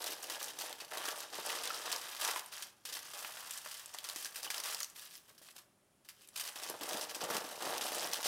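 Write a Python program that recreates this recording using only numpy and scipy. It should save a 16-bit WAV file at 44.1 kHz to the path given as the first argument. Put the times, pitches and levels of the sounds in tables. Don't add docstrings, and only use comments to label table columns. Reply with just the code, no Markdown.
import sys
import numpy as np
from scipy import signal
from scipy.fft import rfft, irfft, next_fast_len
from scipy.io import wavfile
from scipy.ndimage import uniform_filter1d

SR = 44100
rng = np.random.default_rng(int(sys.argv[2]) if len(sys.argv) > 2 else 0)


def generate_wav(sig):
    pcm = np.round(np.clip(np.atleast_2d(sig).T, -1, 1) * 32767).astype(np.int16)
    wavfile.write(sys.argv[1], SR, pcm)


N = 364707

# (start [s], length [s], crease level [dB], panel level [dB])
PRESSES = [(0, 0.06, -46.5, -51.5), (0.039, 0.099, -42.5, -55), (0.227, 0.027, -43, -55),
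           (0.284, 0.083, -44.5, -53.5), (0.394, 0.12, -46.5, -57), (0.586, 0.082, -43.5, -53.0),
           (0.673, 0.04, -48.5, -54.5), (0.786, 0.068, -53, -59), (0.909, 0.13, -48, -47),
           (1.035, 0.095, -44.5, -48), (1.157, 0.091, -47.5, -53), (1.326, 0.091, -45.5, -50.5),
           (1.447, 0.15, -43.5, -48.5), (1.619, 0.18, -49, -49.5), (1.849, 0.11, -46.5, -44.5),
           (2.024, 0.17, -56, -54.5), (2.2, 0.12, -38.0, -41.5), (2.329, 0.073, -45, -50),
           (2.52, 0.1, -48.5, -57), (2.865, 0.056, -48.5, -76), (2.922, 0.063, -43.5, -66),
           (3.131, 0.17, -52, -53.0), (3.347, 0.14, -54.5, -55.5), (3.492, 0.1, -48.5, -61),
           (3.644, 0.17, -50, -65), (3.93, 0.05, -57, -63), (4.029, 0.11, -50.5, -55),
           (4.149, 0.13, -47.5, -77), (4.345, 0.065, -50.5, -58), (4.43, 0.031, -42.5, -48),
           (4.5, 0.0086, -47, -52), (4.536, 0.07, -45.5, -50), (4.632, 0.11, -41.5, -48.5),
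           (4.764, 0.06, -47.5, -70), (4.955, 0.13, -53.0, -68), (5.104, 0.082, -56.0, -78),
           (5.28, 0.023, -61, -68), (5.422, 0.1, -60.5, -73.0), (5.558, 0.029, -54.5, -63),
           (6.081, 0.02, -59, -74.5), (6.193, 0.061, -62.5, -84), (6.359, 0.061, -41.0, -59),
           (6.437, 0.062, -45.5, -55), (6.555, 0.049, -48.5, -54.5), (6.617, 0.1, -46.0, -53),
           (6.806, 0.066, -45.5, -50), (6.88, 0.17, -44, -49.5), (7.09, 0.014, -39.5, -52),
           (7.141, 0.013, -43, -50), (7.205, 0.049, -42, -45), (7.288, 0.1, -41.5, -43.5),
           (7.4, 0.14, -52, -55.5), (7.607, 0.177, -44.5, -45.5), (7.809, 0.084, -40.5, -46.5),
           (7.916, 0.16, -41.5, -47.5), (8.126, 0.04, -42, -56), (8.245, 0.044, -35, -43.5)]
# (time [s], level [dB])
GRIP = [(0, -52), (.7, -55.5), (.87, -58.5), (1.1, -58), (1.3, -55.5), (1.5, -45.5), (2.15, -48),
        (2.46, -58), (3.2, -51), (3.9, -56.5), (4.7, -56), (4.9, -65.5), (5.25, -69.5), (6.31, -70.5),
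        (6.36, -56.5), (7.3, -54), (7.55, -51), (8.2, -45)]
# (start [s], end [s])
PAUSES = [(2.68, 2.85), (5.62, 6.05)]
# (time [s], hollow level [dB], crease treble level [dB])
SHAPE = [(0, -1.5, -7), (.8, -1.5, -8.5), (1.1, -10, -4.5), (1.35, -3, -10.5), (1.8, -8, -8.5),
         (2.35, -20, -6.5), (2.9, -3, -7), (3.3, -22, -3.5), (4.0, -19, -7.5), (4.25, -6, -3.5),
         (4.6, -15, -6), (5.3, -9, -2.5), (6.5, -10, -5.5), (6.72, -4.5, -9), (7.3, -1, -6.5),
         (8.27, -5.5, -8.5)]
# (time [s], level [dB])
CRUNCHES = [(0.061, -30), (0.302, -31), (0.8014, -33), (0.9722, -39), (1.635, -26.5), (1.916, -23),
            (2.2117, -28), (2.623, -28.5), (2.853, -29.5), (3.135, -38), (3.712, -33), (4.0414, -32.5),
            (4.16, -31.5), (4.358, -29.5), (4.4433, -32), (4.5023, -24.5), (4.6363, -31), (5.3796, -46.5),
            (5.4164, -52), (5.5808, -42), (6.0478, -51), (6.088, -37), (6.372, -33), (6.3977, -28.5),
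            (6.5577, -32.5), (7.011, -27), (7.0947, -33.5), (7.147, -27.5), (7.3, -41), (7.81, -31),
            (8.2288, -27.5)]
# (frequency [Hz], level [dB])
CRACKLE_SPECTRUM = [(100, -46), (400, -17.5), (1200, -8.5), (1700, -3), (2200, -6), (3000, -0.5),
                    (3900, -3), (5200, -0.5), (7000, -4.5), (9700, -4.5), (11300, -7), (13200, -7),
                    (15500, -13), (17000, -39)]
# (low edge [Hz], high edge [Hz])
FACET_BANDS = [(900, 2300), (2300, 4000), (4000, 6500), (6500, 10500), (10500, 17000)]
# (time [s], level [dB], facet resonance [Hz])
SNAPS = [(0.0423, -24.5, 3640), (0.228, -35, 7420), (0.241, -32, 3040), (0.299, -26, 4300),
         (0.4284, -25.5, 5550), (0.443, -28.5, 6630), (0.462, -35, 6000), (0.5885, -28, 6100),
         (0.6, -30, 5200), (0.6112, -30, 4640), (0.7277, -28.5, 2760), (0.973, -28.5, 4200),
         (0.9807, -28, 3900), (1.055, -27.5, 5200), (1.087, -23, 3250), (1.2047, -30, 5640),
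         (1.4618, -28, 9200), (1.5029, -24, 3020), (1.655, -26, 4850), (1.6747, -24.5, 3500),
         (1.7452, -29, 4560), (1.9267, -22, 4650), (1.962, -25.5, 5210), (2.149, -32.5, 3870),
         (2.2134, -29, 4880), (2.2484, -22, 6070), (2.36, -27, 3030), (2.394, -25.5, 3450),
         (2.4606, -37, 9170), (2.5668, -36, 7200), (2.9375, -31, 5080), (3.029, -37, 5700),
         (3.1906, -32, 5880), (3.509, -28.5, 7800), (3.576, -32, 9000), (3.859, -33, 7440),
         (3.9395, -34, 6940), (3.947, -31.5, 6500), (3.9862, -27, 3100), (4.0468, -31.5, 5100),
         (4.0888, -27, 5300), (4.098, -26, 4260), (4.1604, -31, 6400), (4.247, -26.5, 5530),
         (4.2566, -30.5, 4500), (4.2644, -32, 5580), (4.431, -29, 4530), (4.5438, -25, 3180),
         (4.58, -27, 4870), (4.6014, -25.5, 5300), (4.7468, -23, 4800), (4.8038, -24, 5360),
         (4.8309, -23.5, 6160), (4.8445, -29, 5860), (4.8996, -40, 8190), (4.995, -35.5, 4630),
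         (5.1533, -38, 4860), (5.178, -42, 4580), (5.4869, -44, 4460), (5.5647, -41, 4600),
         (6.2744, -46, 11300), (6.2875, -40, 8040), (6.3752, -35, 5580), (6.4766, -28.5, 4000),
         (6.6346, -28.5, 4800), (6.699, -27.5, 11200), (6.811, -30, 2920), (6.834, -30.5, 10300),
         (6.8907, -25.5, 3860), (6.932, -25, 3340), (6.972, -30, 3570), (7.3674, -20.5, 2690),
         (7.7803, -24, 3770), (7.9694, -35, 2800), (8.1338, -19, 4780), (8.1431, -25, 3050),
         (8.243, -31, 5110), (8.255, -24.5, 5960), (8.2674, -23, 5460)]
# (frequency [Hz], level [dB])
SNAP_SPECTRUM = [(100, -41), (500, -10), (2000, -2.5), (4500, 1.0), (12000, 0.0), (16000, -6), (19000, -20)]
# (time [s], level [dB], pitch [Hz])
PINGS = [(0.804, -45.5, 2600), (0.805, -45, 4500), (1.704, -35.5, 1310), (2.361, -37, 1016),
         (4.255, -45.5, 1630), (4.476, -41.5, 2970), (4.822, -39, 6720), (4.837, -49, 7200)]
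# (frequency [Hz], level [dB])
PANEL_SPECTRUM = [(100, -31.5), (250, -25.5), (450, -8), (750, -2), (1050, 2), (1550, 3.5), (2200, -1),
                  (4000, 10), (10000, -71)]
# (frequency [Hz], level [dB])
HOLLOW_SPECTRUM = [(30, -64), (60, -27), (110, -24), (200, -10), (320, -2), (450, 4), (650, 6.5),
                   (900, 9.5), (1800, -32), (5000, -63)]
# (frequency [Hz], level [dB])
PACKET_SPECTRUM = [(30, -45), (70, -22), (130, -12.5), (190, -3), (290, 1), (400, -6), (1000, -20.5)]
# (time [s], level [dB], pitch [Hz])
BUCKLES = [(0.301, -29, 794), (0.365, -31.5, 1030), (0.413, -30, 990), (0.917, -36, 990),
           (0.971, -25.5, 726), (1.054, -25.5, 960), (1.082, -24, 945), (1.127, -28, 921),
           (1.386, -34, 450), (1.498, -21.5, 1350), (1.528, -27, 1040), (1.705, -27, 1280),
           (2.286, -21.5, 1040), (2.361, -24.5, 1060), (2.968, -30, 1620), (3.247, -25.5, 1620),
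           (3.371, -30.5, 1316), (3.66, -27.5, 1010), (3.945, -28.5, 1070), (4.16, -36.5, 520),
           (4.503, -23.5, 1640), (4.809, -30.5, 1140), (5.302, -49, 920), (5.414, -48.5, 420),
           (5.486, -39.5, 1840), (6.696, -30.5, 600), (6.74, -29, 700), (6.81, -34, 476), (6.91, -30, 802),
           (6.971, -29, 668), (7.247, -27, 800), (7.302, -21.5, 724), (7.352, -23, 799), (7.608, -30, 635),
           (7.666, -26, 784), (7.731, -24, 640)]
# (time [s], level [dB])
THUDS = [(6.694, -44.5), (6.745, -49.5), (6.812, -48), (6.913, -45), (6.945, -42), (7.228, -39.5),
         (7.301, -44), (7.354, -45), (7.442, -48.5), (7.665, -42), (7.735, -46), (7.97, -47.5), (8.04, -44)]
# (frequency [Hz], level [dB])
BOARD_SPECTRUM = [(30, -45), (70, -23), (170, -10), (340, 0.5), (750, 1), (1100, -15), (3000, -47)]
# (time [s], resonance [Hz], level [dB])
SLIDE = [(6.15, 3240, -95), (6.175, 3140, -73), (6.22, 2860, -75), (6.25, 2650, -73), (6.29, 2220, -79),
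         (6.32, 2100, -95)]
# (frequency [Hz], time to fall 60 dB [s])
KITCHEN_T60 = [(200, 0.18), (1000, 0.63), (4000, 0.27), (14000, 0.33)]
# (frequency [Hz], level [dB])
HISS_SPECTRUM = [(15, -55), (25, -17), (92, -6.5), (108, -4), (200, -4), (285, -6), (427, -5.5), (463, -17),
                 (531, -5.5), (863, -13), (4740, -23), (10100, -20.5), (16000, -33)]

ATTACK_S, CREASE_T60_S, PANEL_T60_S = 0.011, 0.083, 0.27
SAG_DB = 1
LET_GO_DB_PER_S, LET_GO_DB = 300, 17
FOLDED_S = 6.62
GRIP_PANELS_DB = -7.5
FOLDED_PANELS_DB = 3.5
CRUNCH_T60_S = 0.1
THUD_ATTACK_S, THUD_T60_S = 0.0027, 0.092
TOP_HZ = 15950


def creases():
    _, bright_db = curves(SHAPE)
    press_gain = pressing([row[2] for row in PRESSES], CREASE_T60_S)
    effort = np.hypot(grip(), press_gain)

    fine = unit(cracks(rate=1200, spread_db=6, life=.0007))
    clumps = unit(cracks(rate=120, spread_db=4.5, life=.009))
    tinted = facets(rate=500, spread_db=6, cycles=8)
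    mixture = fine + amp(6.5) * clumps + amp(3.0) * tinted
    shower = steady(coloured(mixture, CRACKLE_SPECTRUM), size=1500)

    run_gain, t = np.zeros(N), np.arange(SR // 5) / SR
    for s, db in CRUNCHES:
        add(run_gain, s, amp(db - 10.5 - 60 * t / CRUNCH_T60_S))
    dense = facets(rate=2500, spread_db=4, cycles=6)
    runs = run_gain * steady(coloured(dense, CRACKLE_SPECTRUM), size=300)
    crackle = amp(-1.01) * effort * holding() * shower + runs

    highpass = signal.butter(2, 8500, "highpass", fs=SR, output="sos")
    treble = signal.sosfiltfilt(highpass, crackle)
    return crackle + (amp(bright_db + 6.5) - 1) * treble


def facets(rate, spread_db, cycles):
    track = np.zeros(N)
    for lo, hi in FACET_BANDS:
        band = signal.butter(2, [lo, hi], "bandpass", fs=SR, output="sos")
        bursts = unit(cracks(rate, spread_db, life=cycles / np.sqrt(lo * hi)))
        track += signal.sosfilt(band, bursts)
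    return unit(track)


def cracks(rate, spread_db, life):
    count = int(rate * N / SR)
    when, strength = rng.random((count, 2)).T
    size = amp(spread_db * -np.log(1 - .97 * strength))
    energy = np.bincount((when * N).astype(int), size ** 2, N)
    dying = signal.lfilter([1], [1, -np.exp(-2 / (life * SR))], energy)
    return np.sqrt(dying) * rng.standard_normal(N)


def pressing(levels_db, t60):
    power = np.zeros(N)
    for (s, length, _, _), db in zip(PRESSES, levels_db):
        t = np.arange(int((length + .3) * SR)) / SR
        attack = np.minimum(t / ATTACK_S, 1)
        sag_db = SAG_DB * (np.minimum(t / length, 1) - .5)
        release_db = 60 * np.maximum(t - length, 0) / t60
        gain = attack * amp(db - sag_db - release_db)
        add(power, s - ATTACK_S / 2, gain ** 2)
    return np.sqrt(power)


def grip():
    t = np.arange(N) / SR
    db, = curves(GRIP)
    for start, end in PAUSES:
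        fall_db = np.clip(LET_GO_DB_PER_S * (t - start), 0, LET_GO_DB)
        db = db - fall_db * (t < end)
    return amp(db)


def holding():
    dip_db, t = np.zeros(N), np.arange(SR // 25) / SR
    for s, _ in CRUNCHES:
        add(dip_db, s - len(t) / SR, -9 * np.exp(-t / 0.0057)[::-1])
    return amp(dip_db)


def snaps():
    track, t = np.zeros(N), np.arange(SR // 30) / SR
    for s, db, hz in SNAPS:
        decay = np.exp(-t / .0009) + .15 * np.exp(-t / .007)
        crack = rng.standard_normal(len(t)) * decay
        facet = signal.lfilter(*signal.iirpeak(hz, 3, fs=SR), crack)
        add(track, s, amp(db - 6.0) * np.tanh(1.28 * crack + 2.26 * facet))
    return coloured(track, SNAP_SPECTRUM)


def panels():
    hollow_db, _ = curves(SHAPE)
    closed = np.clip((np.arange(N) / SR - FOLDED_S) / 0.03, 0, 1)
    resting = amp(GRIP_PANELS_DB + FOLDED_PANELS_DB * closed) * grip()
    press_gain = pressing([row[3] for row in PRESSES], PANEL_T60_S)
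    bending = np.hypot(resting, press_gain)

    small = pops(rate=550, hz=1296, spread_db=3.0, size=320)
    wide = pops(rate=380, hz=581, spread_db=4.5, size=640)
    flat = steady(coloured(small, PANEL_SPECTRUM))
    hollow = steady(coloured(wide, HOLLOW_SPECTRUM), size=2600)
    boom = closed * steady(coloured(wide, PACKET_SPECTRUM), size=2600)
    body = hollow + amp(-13.5) * boom
    return bending * (amp(-2.0) * flat + amp(hollow_db + 0.44) * body)


def pops(rate, hz, spread_db, size):
    count = int(rate * N / SR)
    when, strength, pitch, side = rng.random((count, 4)).T[:, :, None]
    cycles = hz * 2 ** (2 * pitch - 1) * np.arange(size) / SR
    gain = np.sign(side - .5) * amp(spread_db * -np.log(1 - .98 * strength))
    swings = gain * np.sin(2 * np.pi * cycles) * np.exp(-2 * cycles)
    places = (when * N).astype(int) + np.arange(size)
    return np.bincount(places.ravel(), swings.ravel(), N)[:N]


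def buckles():
    track, t = np.zeros(N), np.arange(SR // 30) / SR
    for s, db, hz in BUCKLES:
        push = 0.5 * rng.standard_normal(len(t)) * np.exp(-t / 0.0059)
        push[0] += 1
        band = signal.butter(2, [hz / 2, hz * 2], "bandpass", fs=SR, output="sos")
        pop = signal.sosfilt(band, push)
        add(track, s, amp(db - 7.5) * pop / np.abs(pop).max())
    return track


def thuds():
    gain, t = np.zeros(N), np.arange(SR // 10) / SR
    for s, db in THUDS:
        attack = 1 - np.exp(-t / THUD_ATTACK_S)
        add(gain, s, amp(db - 60 * t / THUD_T60_S) * attack)
    board = steady(coloured(rng.standard_normal(N), BOARD_SPECTRUM), size=400)
    return amp(4) * gain * board


def pings():
    track, t = np.zeros(N), np.arange(SR // 12) / SR
    for s, db, hz in PINGS:
        second_hz = hz * (1 + 0.042 * rng.standard_normal())
        pair = np.cos(2 * np.pi * hz * t) + .5 * np.cos(2 * np.pi * second_hz * t)
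        add(track, s, amp(db) * pair * np.exp(-t / 0.0085))
    return track


def slide():
    hz, db = curves(SLIDE)
    return amp(db) * narrow(hz, width_hz=300)


def kitchen(x):
    hz, t, z = signal.stft(rng.standard_normal(SR // 2), SR, nperseg=256)
    decay = amp(-60 * t / along(KITCHEN_T60, hz)[:, None])
    tail = signal.istft(z * decay, SR, nperseg=256)[1]
    tail *= 1 - np.exp(-np.arange(len(tail)) / SR / 0.00053)
    return signal.oaconvolve(x, tail / np.linalg.norm(tail))[:N]


def hiss():
    return amp(-73) * unit(coloured(rng.standard_normal(N), HISS_SPECTRUM))


def whine():
    return amp(-88) * narrow(9900, width_hz=260)


def narrow(hz, width_hz):
    lowpass = signal.butter(2, width_hz / 2, fs=SR, output="sos")
    drift = signal.sosfilt(lowpass, rng.standard_normal(N))
    phase = 2 * np.pi * np.cumsum(hz * np.ones(N)) / SR
    return unit(drift * np.cos(phase))


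def coloured(x, *spectra, size=4096):
    hz = np.fft.rfftfreq(size, 1 / SR)
    level_db = sum(along(points, hz) for points in spectra)
    cepstrum = irfft(np.log(amp(level_db) + 1e-6))
    cepstrum[1:size // 2] *= 2
    cepstrum[size // 2 + 1:] = 0
    response = irfft(np.exp(rfft(cepstrum)))
    return signal.oaconvolve(x, response / np.linalg.norm(response))[:N]


def steady(x, size=1800):
    power = uniform_filter1d(uniform_filter1d(x ** 2, size), size)
    return x / np.sqrt(np.abs(power) + 1e-12)


def unit(x):
    return x / np.sqrt(np.mean(x ** 2) + 1e-20)


def amp(db):
    return 10 ** (np.asarray(db) / 20)


def along(points, hz):
    f, v = np.transpose(points)
    return np.interp(np.log(hz + 1), np.log(f + 1), v)


def curves(rows):
    s, *cols = np.transpose(rows)
    return [np.interp(np.arange(N) / SR, s, c) for c in cols]


def add(track, s, sound):
    start = int(np.clip(round(s * SR), 0, N - 1))
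    track[start:start + len(sound)] += sound[:N - start]


def scene():
    foil = creases() + snaps() + holding() * panels() + buckles() + thuds() + pings() + slide()
    return (foil + amp(-10.0) * kitchen(foil) + hiss() + whine())[None]


def record(dry):
    m = next_fast_len(N + 8192)
    passed = np.fft.rfftfreq(m, 1 / SR) < TOP_HZ
    return irfft(rfft(dry, m) * passed, m)[..., :N]


dry = scene()
out = record(dry)
generate_wav(out)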